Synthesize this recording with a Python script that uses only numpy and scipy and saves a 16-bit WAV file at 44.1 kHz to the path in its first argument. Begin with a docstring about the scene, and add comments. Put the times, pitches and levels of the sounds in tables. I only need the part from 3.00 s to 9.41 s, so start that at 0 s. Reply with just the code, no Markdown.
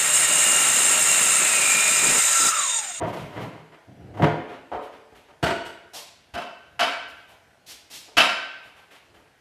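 """In an echoing garage, kick scooters knock on the concrete floor and on hollow metal ramps.
A wheel rolls over a ramp and drops off it, frames are banged down, shoes scuff and slide.
Each short contact is a burst of clicks that rings the thing struck, then fills the bare room.
Low thumps reach the microphone through the slab, and the steady air lies under everything."""
import sys
import numpy as np
from scipy import signal
from scipy.fft import rfft, irfft
from scipy.io import wavfile
from scipy.ndimage import uniform_filter1d

SR = 44100
rng = np.random.default_rng(int(sys.argv[2]) if len(sys.argv) > 2 else 0)


def unload_audio(sound):
    """Save the sound as a 16-bit wav file, at the path given as the first command line argument."""
    columns = np.transpose(np.atleast_2d(sound))
    # keep every value between -1 and 1, then stretch to whole-number steps
    steps = np.round(np.clip(columns, -1, 1) * 32767)
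    wavfile.write(sys.argv[1], SR, steps.astype(np.int16))


N = 282571
SIZE = 16384  # samples in one contact or in the roll, about 0.37 s
EDGE_HZ = 15500  # top of the band
WEIGHT_HZ, HARDNESS_HZ = 250, 1000  # weight acts below, hardness above
HOLLOW_HZ, HOLLOW_OCTAVES = 750, 0.77  # centre and spread of the hollow band
HUSH_DB = -59.5  # rms level of the air ahead of the microphone

# The steady air of the garage. Each row: frequency in Hz, relative level in dB per Hz.
HUSH_COLOUR = [(15, -50), (25, -24.5), (75, 5), (152, -2.5), (305, -4.5), (598, -3.5), (666, 0.5),
               (1170, -12), (1450, -5), (2560, -12), (4620, -18), (12200, -27.5), (15500, -35)]

# Contacts on the metal ramp, the shoe scuffs, wheel knocks, deck hits, shoe slides and frame hits.
# Each row: start in seconds, strength in dB, weight (extra bass) in dB, hollowness (extra around
# HOLLOW_HZ) in dB, hardness (extra treble) in dB per octave, contact time in seconds.
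RAMP_HITS = [(0.0, -36, -6, 4, -6, 0.018), (0.01, -35.5, -3, -1, -4.5, 0.012),
             (0.029, -38.5, 8, 9.5, 3.5, 0.015), (0.061, -43.5, 13, 1, 6, 0.021),
             (0.127, -40.5, 14, 8.5, 7, .012), (0.191, -45, 25, -20, 5, 0.02),
             (0.25, -49.5, 17, -1, 6, 0.02), (0.299, -48, 2, 2, 4.5, 0.059),
             (0.349, -39.5, 1, -2.5, 0, 0.032), (0.399, -54.5, -19, -2, 7.5, 0.019),
             (0.509, -51.5, 7.5, -1, 3, 0.054), (0.719, -57.5, -30, -4.5, -1, 0.012),
             (1.138, -51, 9, 6, 4, 0.014), (1.17, -44, -4, 8, 3, 0.0072), (1.194, -29.5, 7.5, 7, -6, 0.011),
             (1.22, -24, -3.5, -1.5, -1.5, 0.0077), (1.233, -38.5, -4, -6, -3, 0.016),
             (1.348, -45, -12, -11, -7, 0.043)]
SCUFFS = [(0.138, -45, 15, 1.5, 1, 0.065), (0.389, -40, 24.5, 5.5, -1, 0.033),
          (1.474, -48, 0, -2, -4, 0.038), (1.809, -57.5, -4, 0, 1.5, 0.027), (1.914, -57, -3, 0, -2, 0.035),
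          (2.148, -62, 1, -6, 2.5, 0.014), (4.149, -71, 1, -26, 4, 0.041), (4.268, -59.5, 0, 10, 5, 0.036),
          (5.619, -61.5, -7, 3, 3, 0.048), (5.749, -60.5, -16, 3, 1.5, 0.032),
          (5.904, -57, -15, -4.5, 1, 0.023)]
WHEEL_KNOCKS = [(1.716, -39, -6, 5.5, -2.5, 0.0033), (1.734, -37.5, -4.5, 2, -2.5, 0.0018),
                (2.115, -59.5, 5, -4, 0, 0.014), (2.285, -60.5, -21, -3, 1, 0.0076),
                (5.08, -61, -7, 0, -4.5, 0.0035), (6.141, -61, 12.5, -5.5, 6, .0083),
                (6.158, -72, 4, 3, 9, .0074)]
DECK_HITS = [(2.426, -29, 1.5, 0.5, -0.5, 0.0065), (2.444, -33.5, -17, 5.5, 0.5, 0.0039),
             (2.464, -34, -25, -6, -4, 0.0059), (2.494, -40.5, -9, -5.5, -5, 0.01),
             (2.645, -48, -3, 4, 3, 0.017)]
SLIDES = [(2.933, -47, 1.5, 15.5, 0.0086, 0.023), (2.959, -48, -34, 6, 0.0052, 0.014),
          (4.662, -53.5, 3, -5.5, 0.0095, 0.036), (4.684, -51.5, -6, 2, 0.0021, 0.021),
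          (4.899, -53, -6.5, 8, 0, 0.028), (4.924, -48, -4.5, -4.5, 0, 0.032)]
FRAME_HITS = [(3.337, -44, 27.5, 2.5, 3, 0.0072), (3.354, -37.5, -5, -2.5, -12, 0.0085),
              (3.374, -45, 0, -1, 0, 0.007), (3.439, -72, -10, 12, -2, 0.0034),
              (3.792, -30.5, -23.5, 1, 0.5, 0.0059), (3.806, -28, -7.5, -3.5, -2.5, .0082),
              (3.894, -46.5, 0, -5, -1, 0.0042), (4.075, -63, 0, -4, 8, 0.0119),
              (5.168, -24.5, 4, -7.5, 1, 0.0066), (5.181, -22.5, -10.5, -6.5, -1, 0.0043),
              (5.204, -34.5, -24, 1.5, -7.5, 0.0082)]

# The ordinary blow of each kind, before ringing. Each row: frequency in Hz, level in dB per octave.
RAMP_BLOW = [(55, -27), (140, -13.5), (330, -11), (720, -11), (1450, -12), (2800, -22.5), (5300, -31),
             (10500, -41)]
SCUFF_BLOW = [(55, -42.5), (140, -19), (330, -15), (720, -10.5), (1450, -15), (2800, -16), (5300, -27),
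              (10500, -24.5)]
WHEEL_BLOW = [(55, -16), (140, -26), (330, -11.5), (720, -11), (1450, -12.5), (2800, -19), (5300, -31.5),
              (10500, -40.5)]
DECK_BLOW = [(55, -13), (140, -12), (330, -12), (720, -9), (1450, -12.5), (2800, -8.5), (5300, -16),
             (10500, -25)]
SLIDE_BLOW = [(55, -35.5), (140, -28.5), (330, -22.5), (720, -23), (1450, -22.5), (2800, -13.5),
              (5300, -10.5), (10500, -10)]
FRAME_BLOW = [(55, -47.5), (140, -34), (330, -28.5), (720, -10), (1450, -11), (2800, -11), (3300, -11.5),
              (3550, -15.5), (5300, -18.5), (10500, -29.5)]

# What each thing rings with. Each row: frequency in Hz, width in Hz, dB relative to the plain blow.
RAMP_MODES = [(112, 11.5, 4.5), (155.5, 11.2, 13), (257.5, 9.5, -6), (328, 32, -0.5), (434, 6.4, 9.5),
              (640, 98, 2), (710, 28, 5), (952, 41, 6), (2060, 220, 0.5), (3010, 490, 2)]
SOLE_MODES = [(3620, 4200, 6.3), (5500, 130, 1.3)]
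WHEEL_MODES = [(442, 8, 11.6), (587, 46, 5.5), (736, 45, 8.3), (883, 68, 7.5), (1234, 35, 3.1),
               (3090, 45, 5.5)]
DECK_MODES = [(405, 110, 4.8), (672, 48, 11), (924, 60, 6.9), (1455, 136, 12.8), (1910, 58, 2),
              (2925, 87, 3.6), (3300, 13, 2.2), (4470, 21, 10.7), (8140, 530, 3)]
FRAME_MODES = [(274, 71, 5.2), (653, 15, 8), (705, 23, 9.4), (914, 13, 1.3), (1307, 35, 3),
               (1380, 29, 2.67), (1544, 41, 8.7), (2290, 13, 6.8), (2671, 25, 13.2), (2977, 90, 5.4),
               (3033, 40, 6), (3160, 9.6, 4.1), (3270, 11, 5.3), (3650, 14, 8), (3910, 110, 1),
               (4490, 68, 3.7), (5010, 120, 3.6), (5360, 17, 8), (7130, 24, 2.6), (9550, 330, 2.2)]

# A wheel rumbling over the ribs of the ramp. Each row: time in seconds, level in dB.
ROLL_LEVEL = [(0.84, -73), (0.884, -42.5), (0.936, -47), (0.976, -51.5), (1.01, -42), (1.15, -41),
              (1.22, -26)]
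# Colour of that rumble. Each row: frequency in Hz, relative level in dB per Hz.
ROLL_COLOUR = [(29, -50), (50, -27), (96, -7.5), (163, -10), (523, -22), (699, -21.5), (1090, -41),
               (3000, -45), (3900, -71), (6600, -120)]

# Low thumps of the heavy blows through the slab.
# Each row: start in seconds, strength in dB, frequency in Hz, time to fall 60 dB in seconds.
SLAB_THUMPS = [(1.226, -7.5, 151, 0.23), (2.428, -12, 154, 0.051), (2.47, -26, 83, 0.064),
               (3.335, -31, 71, 0.1), (5.162, -35.5, 90, .12)]

# Echo of the bare garage. Each row: frequency in Hz, time to fall 60 dB in seconds.
GARAGE_DECAY = [(60, 0.56), (150, 0.35), (350, 0.93), (700, 0.8), (1000, 0.86), (1500, 0.9), (2100, 0.94),
                (2900, 0.89), (3800, 0.84), (5500, 0.69), (8000, 0.55), (14000, 0.34)]

# The microphone's response. Each row: frequency in Hz, gain in dB.
MICROPHONE = [(20, -22), (50, -1.5), (9000, 0), (12500, 1), (15500, -11.5)]


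def gain_of(db):
    """Turns dB into a plain gain."""
    return 10 ** (np.asarray(db) / 20)


def evened(x):
    """Scales to rms 1."""
    return x / np.sqrt(np.mean(x ** 2) + 1e-20)


def read(points, hz):
    """Reads a table of frequency and value along a log-frequency axis."""
    f, value = np.transpose(points)
    return np.interp(np.log(hz + 1), np.log(f + 1), value)


def add(mix, start_s, sound):
    """Lays a sound into the mix at its start, cut off where the mix ends."""
    part = mix[round(start_s * SR):][:len(sound)]
    part += sound[:len(part)]


def causal(db):
    """Minimum-phase spectrum for a gain in dB: nothing sounds before the blow."""
    both_sides_db = np.concatenate([db, db[-2:0:-1]])
    log_gain = np.log(gain_of(both_sides_db))
    return np.exp(np.conj(signal.hilbert(log_gain)))[:len(db)]


def body(modes, hz):
    """The plain blow plus one resonance for each mode of the thing struck."""
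    return 1 + sum(gain_of(db) / (1 + 2j * (hz - f) / width) for f, width, db in modes)


def contact(row, blow, modes, grit, softness):
    """A short burst of uneven clicks, coloured by the blow and by the modes that it rings."""
    start_s, strength_db, weight_db, hollow_db, hardness_db, contact_s = row
    hz, t = np.fft.rfftfreq(SIZE, 1 / SR), np.arange(SIZE) / SR

    # grit makes the clicks more unequal, softness makes the press build more slowly
    noise, sizes = rng.standard_normal((2, SIZE))
    u = t / max(contact_s, .001)
    press = u ** softness * np.exp(-u * u)
    burst = rfft(noise * np.exp(grit * sizes) * press)
    # the burst's own broad colour is taken out, so that the blow sets it
    lumps_db = 10 * np.log10(uniform_filter1d(abs(burst) ** 2, size=50) + 1e-9)

    weight = weight_db / (1 + (hz / WEIGHT_HZ) ** 2)
    hardness = hardness_db * np.log2(1 + hz / HARDNESS_HZ)
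    octaves_off = np.log2((hz + 1) / HOLLOW_HZ)
    hollow = hollow_db * np.exp(-(octaves_off / HOLLOW_OCTAVES) ** 2)
    blow_db = read(blow, hz) + weight + hardness + hollow
    # from dB per octave to dB per Hz, with little passing at the very bottom
    per_hz_db = blow_db - 10 * np.log10(hz + 1)
    colour_db = per_hz_db - 10 * np.log2(1 + (35 / (hz + 1)) ** 2)

    ringing = irfft(burst * causal(colour_db - lumps_db) * body(modes, hz))
    return start_s, gain_of(strength_db) * evened(ringing)


def place(spots, table, *make):
    """Deals the contacts of a table out to the floor spots in turn."""
    for k, row in enumerate(table):
        add(spots[k % len(spots)], *contact(row, *make))


def hush():
    """The steady air of the garage: noise slightly patchy in pitch and time."""
    frames, hz = N // 256 + 5, np.fft.rfftfreq(1024, 1 / SR)
    real, imaginary, patches = rng.standard_normal((frames, 513, 3)).T
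    patches = uniform_filter1d(patches, size=12, axis=0)  # along pitch
    patches = evened(uniform_filter1d(patches, size=20, axis=1))  # along time
    colour_db = read(HUSH_COLOUR, hz)[:, None] + 1.7 * patches
    air = signal.istft((real + 1j * imaginary) * gain_of(colour_db), nperseg=1024, noverlap=768)[1]
    return gain_of(HUSH_DB) * evened(air[:N])


def ramp_hits(spots):
    """Knocks on the hollow metal ramp ring its low and middle modes."""
    place(spots, RAMP_HITS, RAMP_BLOW, RAMP_MODES, .5, .7)


def scuffs(spots):
    """Shoes scuff: fairly even clicks with a broad sole resonance."""
    place(spots, SCUFFS, SCUFF_BLOW, SOLE_MODES, .2, .8)


def roll():
    """Irregular bumps under the wheel drum on the ramp."""
    s, level_db = np.transpose(ROLL_LEVEL)
    hz, t = np.fft.rfftfreq(SIZE, 1 / SR), s[0] + np.arange(SIZE) / SR
    bumps = rng.standard_normal(SIZE) * (rng.random(SIZE) < 300 / SR)  # about 300 a second
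    drum = evened(irfft(rfft(bumps) * causal(read(ROLL_COLOUR, hz))))
    fade_in = np.clip((t - s[0]) / .02, 0, 1)
    return s[0], drum * gain_of(np.interp(t, s, level_db)) * fade_in


def slab():
    """A low dull push through the concrete: decaying sines, with no echo of the room."""
    out, t = np.zeros(N), np.arange(SIZE) / SR
    onset = 1 - np.exp(-t / 0.0046)
    for start_s, db, hz, t60 in SLAB_THUMPS:
        decay = gain_of(db - 60 * t / max(t60, .02))
        add(out, start_s, -decay * onset * np.sin(2 * np.pi * hz * t))
    return out


def wheel_knocks(spots):
    """Wheels knock, ringing a few modes mostly in the middle range."""
    place(spots, WHEEL_KNOCKS, WHEEL_BLOW, WHEEL_MODES, .4, .6)


def deck_hits(spots):
    """Hits on a deck: very uneven clicks ring modes from middle to treble."""
    place(spots, DECK_HITS, DECK_BLOW, DECK_MODES, .7, 1.3)


def slides(spots):
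    """Shoes slide: bright bursts that start abruptly and ring the sole."""
    place(spots, SLIDES, SLIDE_BLOW, SOLE_MODES, .45, .35)


def frame_hits(spots):
    """Frames banged down ring many modes, crowded into the treble."""
    place(spots, FRAME_HITS, FRAME_BLOW, FRAME_MODES, .6, 1.2)


def garage(x, direct_db, build_s):
    """Direct sound, then random reflections that thicken and die band by band."""
    taps = np.zeros(2 * SR)
    at = np.arange(100, 2 * SR - 10, 10)
    taps[at + rng.integers(0, 10, len(at))] = rng.choice([-1., 1.], len(at))
    hz, t, z = signal.stft(taps, SR, nperseg=512)
    decay = gain_of(-60 * t / read(GARAGE_DECAY, hz)[:, None])
    tail = signal.istft(z * decay, SR, nperseg=512)[1]

    # near walls answer early and strongly, in uneven clumps
    t = np.arange(len(tail)) / SR
    clumps_db = 3.3 * evened(uniform_filter1d(rng.standard_normal(len(t)), size=300))
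    early = gain_of((8.0 + clumps_db) * np.exp(-t / 0.1))
    tail = tail * (1 - np.exp(-t / build_s)) * early

    # the random tail's own broad colour is evened out, so that no pitch region stands out by chance
    echo = rfft(tail)
    lumps_db = 10 * np.log10(uniform_filter1d(abs(echo) ** 2, size=80))
    tail = irfft(echo * causal(-lumps_db))
    tail = tail / np.linalg.norm(tail)
    tail[0] = gain_of(direct_db)  # relative to the whole echo
    return signal.fftconvolve(x, tail)[:N]


def scene():
    """Contacts happen at four spots on the floor, each spot with its own echoes."""
    spots = np.zeros((4, N))
    for source in (ramp_hits, frame_hits, deck_hits, wheel_knocks, scuffs, slides):
        source(spots)
    add(spots[0], *roll())
    room = sum(garage(x, -9, 0.00091) for x in spots)
    return (room + slab() + hush())[None]


def record(dry):
    """The microphone thins the lowest bass and dulls the top treble; then the band limit."""
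    hz = np.fft.rfftfreq(8192, 1 / SR)
    response = irfft(causal(read(MICROPHONE, hz)))
    heard = signal.oaconvolve(dry, response[None])[:, :N]
    band = signal.firwin(511, EDGE_HZ, window=("kaiser", 9), fs=SR)
    return signal.oaconvolve(heard, band[None], "same")


dry = scene()
out = record(dry)
unload_audio(out)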